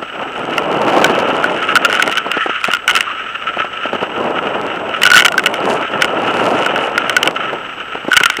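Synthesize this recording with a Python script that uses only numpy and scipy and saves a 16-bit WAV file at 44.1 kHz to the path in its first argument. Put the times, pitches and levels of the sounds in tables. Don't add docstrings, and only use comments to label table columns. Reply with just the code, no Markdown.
import sys
import numpy as np
from scipy import signal
from scipy.fft import rfft, irfft
from scipy.io import wavfile

SR = 44100
rng = np.random.default_rng(int(sys.argv[2]) if len(sys.argv) > 2 else 0)


def wrap_up_sound(samples):
    columns = np.atleast_2d(samples).T
    tamed = np.clip(columns, -1, 1)
    steps = np.round(tamed * 32767).astype(np.int16)
    wavfile.write(sys.argv[1], SR, steps)


N = 370440
TIME = np.arange(N) / SR


def from_db(db):
    return 10 ** (np.asarray(db) / 20)


def rms_one(x):
    return x / np.sqrt(np.mean(x ** 2) + 1e-20)


def in_time(rows):
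    return np.interp(TIME, *np.transpose(rows))


def swells(rows):
    return sum(height * np.exp(-((TIME - at_s) / half_s) ** 2) for at_s, half_s, height in rows)


def butter(x, hz, kind, order=2):
    sos = signal.butter(order, np.clip(hz, 10, .45 * SR), kind, fs=SR, output="sos")
    return signal.sosfilt(sos, x)


def drift(rate_hz):
    step, warmup = 40, 2000
    r = np.exp(-2 * step * np.pi * rate_hz / SR)
    noise = rng.standard_normal(N // step + 2 + warmup)
    slow = signal.lfilter([1], [1, -2 * r, r * r], noise)[warmup:]
    return np.interp(np.arange(N) / step, np.arange(len(slow)), rms_one(slow))


def coloured(x, spectrum):
    hz, db = np.transpose(spectrum)
    bins_hz = np.maximum(np.arange(N // 2 + 1) * SR / N, 1)
    gain_db = np.interp(np.log(bins_hz), np.log(hz), db)
    return rms_one(irfft(rfft(x) * from_db(gain_db), N))


def ring(clicks, hz, t60_s):
    r = np.exp(-np.log(1000) / (t60_s * SR))
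    w = 2 * np.pi * hz / SR
    return signal.lfilter([0, np.sin(w)], [1, -2 * r * np.cos(w), r * r], clicks + 1e-18)


def resonance(x, hz, width_hz):
    r = np.exp(-np.pi * width_hz / SR)
    zeros = np.array([1, 0, -1]) * (1 - r * r) / 2
    return signal.lfilter(zeros, [1, -2 * r * np.cos(2 * np.pi * hz / SR), r * r], x)


def grains(per_s, spread_db):
    sizes = from_db(spread_db * np.minimum(rng.exponential(1, N), 4))
    return (rng.random(N) < per_s / SR) * sizes * rng.choice([-1, 1], N)


# (time [s], relative crunch level [dB])
GROUND_LEVEL = [(0.0, -26.5), (1.08, -19.5), (1.73, -20), (1.99, -18), (3.41, -23), (4.82, -24),
                (5.21, -12.5), (5.5, -24), (6.81, -19), (7.51, -22), (7.7, -26), (8.4, -22)]
# (time [s], half length [s], extra crunch [dB])
STONE_PATCHES = [(1.689, 0.0051, 11), (2.42, 0.024, 5), (2.502, 0.0063, 7), (3.354, 0.0071, 7),
                 (3.469, .007, 5), (3.602, .006, 8), (3.773, 0.005, 10), (3.835, .009, 7), (3.95, 0.016, 6),
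                 (5.78, 0.1, 4), (7.366, .007, 10), (7.43, .007, 6), (7.65, .008, 6)]
# (time [s], half length [s], drop [dB])
CRUNCH_DIPS = [(1.81, 0.02, 4), (2.1, 0.068, 3), (2.24, 0.057, 3.5), (2.82, 0.064, 9), (5.28, 0.14, 23),
               (7.33, 0.029, 10)]
# (frequency [Hz], width [Hz], relative level [dB])
TYRE_RESONANCES = [(1308, 88.5, 8), (1660, 543, -3), (2126, 530, -4), (2626, 473, -3), (2957, 268, -2)]


def tyres(judder_db=2.9, body_db=-1.63, grit_db=-33, pebbles_db=-6):
    ground_db = in_time(GROUND_LEVEL) - swells(CRUNCH_DIPS)
    force = from_db(ground_db + swells(STONE_PATCHES) + judder_db * drift(38))
    gravel = rms_one(grains(9000, 3.1)) * force
    pebbles = from_db(pebbles_db) * rms_one(grains(160, 3.5)) * force
    body = np.zeros(N)
    for k, (hz, width_hz, db) in enumerate(TYRE_RESONANCES):
        body += (-1) ** k * from_db(db) * resonance(gravel + pebbles, hz, width_hz)
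    body = rms_one(butter(butter(body, 4250, "low", order=7), 1210, "high"))
    grit = rms_one(butter(gravel, [4800, 6400], "band"))
    return np.std(gravel) * (from_db(body_db) * body + from_db(grit_db) * grit)


# (time [s], half length [s], pitch [Hz], level [dB])
TYRE_SCRUBS = [(2.422, 0.042, 1750, -19.5), (3.089, 0.029, 1180, -22.5)]


def scrubs(width_hz=260):
    out = np.zeros(N)
    for at_s, half_s, hz, db in TYRE_SCRUBS:
        hoarse = resonance(rng.standard_normal(N), hz, width_hz)
        note = rms_one(resonance(hoarse, hz, width_hz))
        out += from_db(db) * note * np.exp(-((TIME - at_s) / half_s) ** 2)
    return out


# (time [s], half length [s], level [dB])
CRACKLE_BURSTS = [(2.43, .03, -46), (5.72, .05, -37), (6.44, .13, -43), (6.84, .04, -43)]


def crackle_bursts(per_s=900):
    amount = swells([(at_s, half_s, from_db(db)) for at_s, half_s, db in CRACKLE_BURSTS])
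    return amount * rms_one(butter(grains(per_s, 3.5), [4200, 9500], "band", order=3))


# (time [s], relative strength [dB], hardness [dB], clatter length [s] if it rebounds)
CASE_KNOCKS = [(0.5809, -1.5, -5.5), (1.044, 7.5, -5), (1.4422, 4, -21), (1.7554, 7, -6, .022),
               (1.8495, 7, -2), (1.856, 0, -7), (1.899, -4, -15), (1.928, -6.5, 2, .014), (1.952, -3.5, -6),
               (1.997, 3, -30), (2.0244, 2, 6), (2.0771, -2, -6.5), (2.1156, -10, 2), (2.1255, -8.5, 2),
               (2.173, -4.5, -2), (2.1804, -2, -6), (2.3164, -4.5, 0), (2.642, -1, -6, .012),
               (2.715, -8, -3), (2.7357, 2, -5), (2.749, -2.5, -7), (2.8787, 2.5, -1, .034),
               (2.953, 2, -2, .024), (3.0074, -1, 4), (5.0185, -3.5, 0), (5.034, 4.5, 7),
               (5.0535, 8, -9, .02), (5.103, 2, -2.5), (5.116, 12, -11), (5.1355, 6, -2),
               (5.1445, 13.5, -17), (5.156, 3, 8), (5.164, 11, -4, .021), (5.1904, 2, 3),
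               (5.1975, 3, 0, .013), (5.2225, -0.5, -5), (5.2485, 0, 3), (5.2525, 6, -4, .014),
               (5.283, -1, -3), (5.322, -7, -2), (5.342, -3, -30), (5.3796, 6.5, -8), (5.3944, -5, -1),
               (5.4385, -12, 5), (5.4602, 3, 2), (5.469, -2, 0), (5.541, -10, 7), (6.021, 5.5, 0),
               (6.663, -2.5, -6.5), (6.76, -3, -12), (6.9789, 4, -6), (7.0962, 0, -1.5), (7.166, 10, -7.5),
               (7.2305, 1, 8), (7.259, -7, -7), (7.275, -1, 1), (8.117, 3.5, -31),
               (8.1315, 3.5, -8.5, .018), (8.167, 10, -1.5, .013), (8.202, -1, -8, .018), (8.2353, 3, 0),
               (8.2579, 9.5, 1), (8.3003, 0.5, 3), (8.3693, -10, 11)]


def blows(count=6, rebound_s=.0085, jitter=0.2033, loss_db=2, colour_db=7.5):
    out = []
    for at_s, db, hardness_db, *clatter in CASE_KNOCKS:
        clatter_s = sum(clatter)
        delays_s = rebound_s * (np.arange(count) + 1 + jitter * rng.standard_normal(count))
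        colours_db = hardness_db + colour_db * rng.standard_normal(count)
        out.append((at_s, db, hardness_db))
        for delay_s, rebound_hardness_db in zip(delays_s, colours_db):
            if delay_s < clatter_s:
                rebound_db = db - loss_db * delay_s / rebound_s
                out.append((at_s + delay_s, rebound_db, rebound_hardness_db))
    return out


# (frequency [Hz], relative level [dB], t60 [s])
CASE_MODES = [(1442, 0, 0.036), (1945, -7.5, 0.019), (2187, 2.5, 0.012), (2620, -2, 0.013),
              (2866, 4.5, 0.012), (5230, -1.5, 0.0019), (7480, -15, 0.0052)]


def case_ring(soft, hard, detune=1):
    return sum(from_db(db) * ring(hard if k else soft, hz * detune, t60_s)
               for k, (hz, db, t60_s) in enumerate(CASE_MODES))


def knocks(chatter_db=-23, chatter_s=0.0013, crack_db=-27, edge_db=-6, lead_s=0.001015, pitch_spread=0.03):
    out = np.zeros(2 * N)
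    age = TIME[:SR // 10] / chatter_s
    contact = age * np.exp(1 - np.minimum(age, 50))
    lead = round(lead_s * SR)
    for at_s, db, hardness_db in blows():
        blow, hardness = signal.unit_impulse(len(age), lead), from_db(hardness_db)
        buzz = hardness * contact * rng.standard_normal(len(age))
        edge = from_db(edge_db) * hardness * blow + from_db(chatter_db) * buzz
        clack = case_ring(blow, edge, 1 + pitch_spread * rng.standard_normal())
        clack += from_db(crack_db) * butter(buzz, [3000, 9000], "band")
        start = round(at_s * SR) - lead
        out[start:start + len(age)] += from_db(db) / np.hypot(1, hardness) * clack
    return butter(out[:N], 1280, "high")


# (start [s], end [s], relative tick level [dB])
RATTLE_RUNS = [(0.31, 0.606, -24.5), (1.356, 1.77, -20.5), (1.86, 2.2, -13), (2.602, 2.77, -17),
               (2.892, 3.03, -11), (4.963, 5.589, -24), (6.003, 6.06, -7), (6.54, 6.69, -16),
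               (7.04, 7.304, -23), (8.096, 8.35, -17)]


def rattle(tick_s=.0088, uneven=.5, spread_db=4.5, ring_db=-9, jingle_db=-10, jingle_s=0.00085,
           tick_edge_hz=4500):
    shaking = sum(from_db(db) * ((TIME > start_s) & (TIME < end_s)) for start_s, end_s, db in RATTLE_RUNS)
    gap, size, sign = rng.standard_normal((N // 100, 3)).T
    at = np.cumsum(tick_s * np.exp(uneven * gap) * SR).astype(int)
    ticks = np.bincount(at, from_db(spread_db * size) * np.sign(sign), N)[:N] * shaking
    decay = np.exp(-1 / (jingle_s * SR))
    sizzle = signal.lfilter([1], [1, -decay], abs(ticks) + 1e-18) * rng.standard_normal(N)
    rings = butter(case_ring(ticks, ticks), [950, tick_edge_hz], "band")
    jingle = butter(sizzle, [4600, 9400], "band", order=4)
    return from_db(ring_db) * rings + from_db(jingle_db) * jingle


# (time [s], relative wind level [dB])
WIND_LEVEL = [(0.0, -33.5), (0.63, -19.5), (1.05, -13.5), (1.64, -23.5), (1.94, -24), (2.46, -40),
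              (3.39, -36), (3.79, -34), (4.4, -21.5), (5.12, -24.5), (5.61, -23), (5.94, -21.5),
              (6.45, -15.3), (6.9, -22.5), (7.42, -26.5), (7.72, -34.5), (8.4, -37)]
# (time [s], half length [s], change [dB])
WIND_GUSTS = [(.08, 0.054, -9), (.21, 0.035, 8), (.33, .025, -5), (2.08, 0.039, 7), (2.29, 0.03, 10),
              (2.94, .06, 12), (3.945, .02, 6), (4.23, 0.06, 7), (4.95, .04, -6), (5.68, 0.075, 6.5),
              (5.875, 0.02, -13), (7.27, 0.029, 8), (7.54, 0.035, 7)]
# (frequency [Hz], relative level per Hz [dB])
WIND_SPECTRUM = [(25, -36), (60, -18), (110, -9), (200, -2.5), (350, 2), (600, 3.5), (900, 0.5),
                 (1300, -6.5), (1900, -18.5), (3000, -19), (4200, -56), (8000, -60)]


def wind(trim_db=1.5, lump_db=2.0, crackle_db=-1, crackle_growth=2.8, gust_db=-14, spikes_per_s=420,
         clump_db=5):
    wind_db = in_time(WIND_LEVEL) + swells(WIND_GUSTS)
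    lumps = drift(55)
    rush = coloured(rng.standard_normal(N), WIND_SPECTRUM) * from_db(wind_db + trim_db + lump_db * lumps)
    excess_db = np.minimum(wind_db - gust_db, 2)
    rate_per_s = spikes_per_s * from_db(crackle_growth * excess_db + clump_db * lumps)
    spikes = grains(rate_per_s, 4.4) * from_db(crackle_db + .5 * excess_db)
    crackle = butter(butter(spikes, [600, 1900], "band", order=1), 5200, "low", order=1)
    return rush + crackle


# (time [s], relative strength [dB])
LOW_THUMPS = [(0.023, -6.5), (2.264, -5), (2.368, -1), (2.461, -3.5), (2.492, -8), (2.683, -4), (3.568, -6),
              (3.602, -10), (3.644, -8), (3.856, -6), (3.931, -3), (3.951, -7), (4.014, -8), (4.028, -2),
              (7.53, -5), (7.951, -9), (8.046, -11), (8.083, -3), (8.208, -3.5), (8.388, -4.5)]


def thumps(length_s=0.00327, swell_db=-11, tail_db=-24, tail_s=0.012, pop_hz=500, pop_t60_s=0.0025, pop_db=2):
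    swell, tail, kicks = np.zeros((3, N))
    for at_s, db in LOW_THUMPS:
        age = np.maximum(TIME - at_s + length_s / 2, 0) / length_s
        swell += from_db(db) * age * np.exp(1 - np.minimum(age, 50))
        tail += from_db(db) * (TIME > at_s) * np.exp(-abs(TIME - at_s) / tail_s)
        kicks[round((at_s + length_s) * SR)] = from_db(db + pop_db)
    pops = butter(ring(kicks, pop_hz, pop_t60_s), [180, 1500], "band")
    noise = rms_one(butter(rng.standard_normal(N), [240, 930], "band"))
    return pops + (from_db(swell_db) * swell + from_db(tail_db) * tail) * noise


# (frequency [Hz], relative level per Hz [dB])
HISS_SPECTRUM = [(30, 40), (100, 22), (800, 9), (3300, 4), (4500, -1), (6000, 0), (7200, -8), (10000, -11),
                 (15000, -12.5)]


def electronics(hiss_db=-36.0, whine_hz=7850, whine_db=-58):
    narrow = resonance(resonance(rng.standard_normal(N), whine_hz, 130), whine_hz, 130)
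    whine = rms_one(np.cos(np.angle(signal.hilbert(narrow))))
    hiss = coloured(rng.standard_normal(N), HISS_SPECTRUM)
    return from_db(whine_db) * resonance(whine, whine_hz, 500) + from_db(hiss_db) * hiss


def scene():
    ground = tyres() + scrubs() + crackle_bursts()
    bike = knocks() + rattle()
    air = wind()
    return (ground + bike + air + thumps() + electronics())[None]


def record(dry, bass_cut_hz=103, top_cut_hz=15700):
    clipped = butter(np.clip(dry, -.97, .97), bass_cut_hz, "high")
    return signal.sosfiltfilt(signal.butter(14, top_cut_hz, fs=SR, output="sos"), clipped)


dry = scene()
out = record(dry)
wrap_up_sound(out)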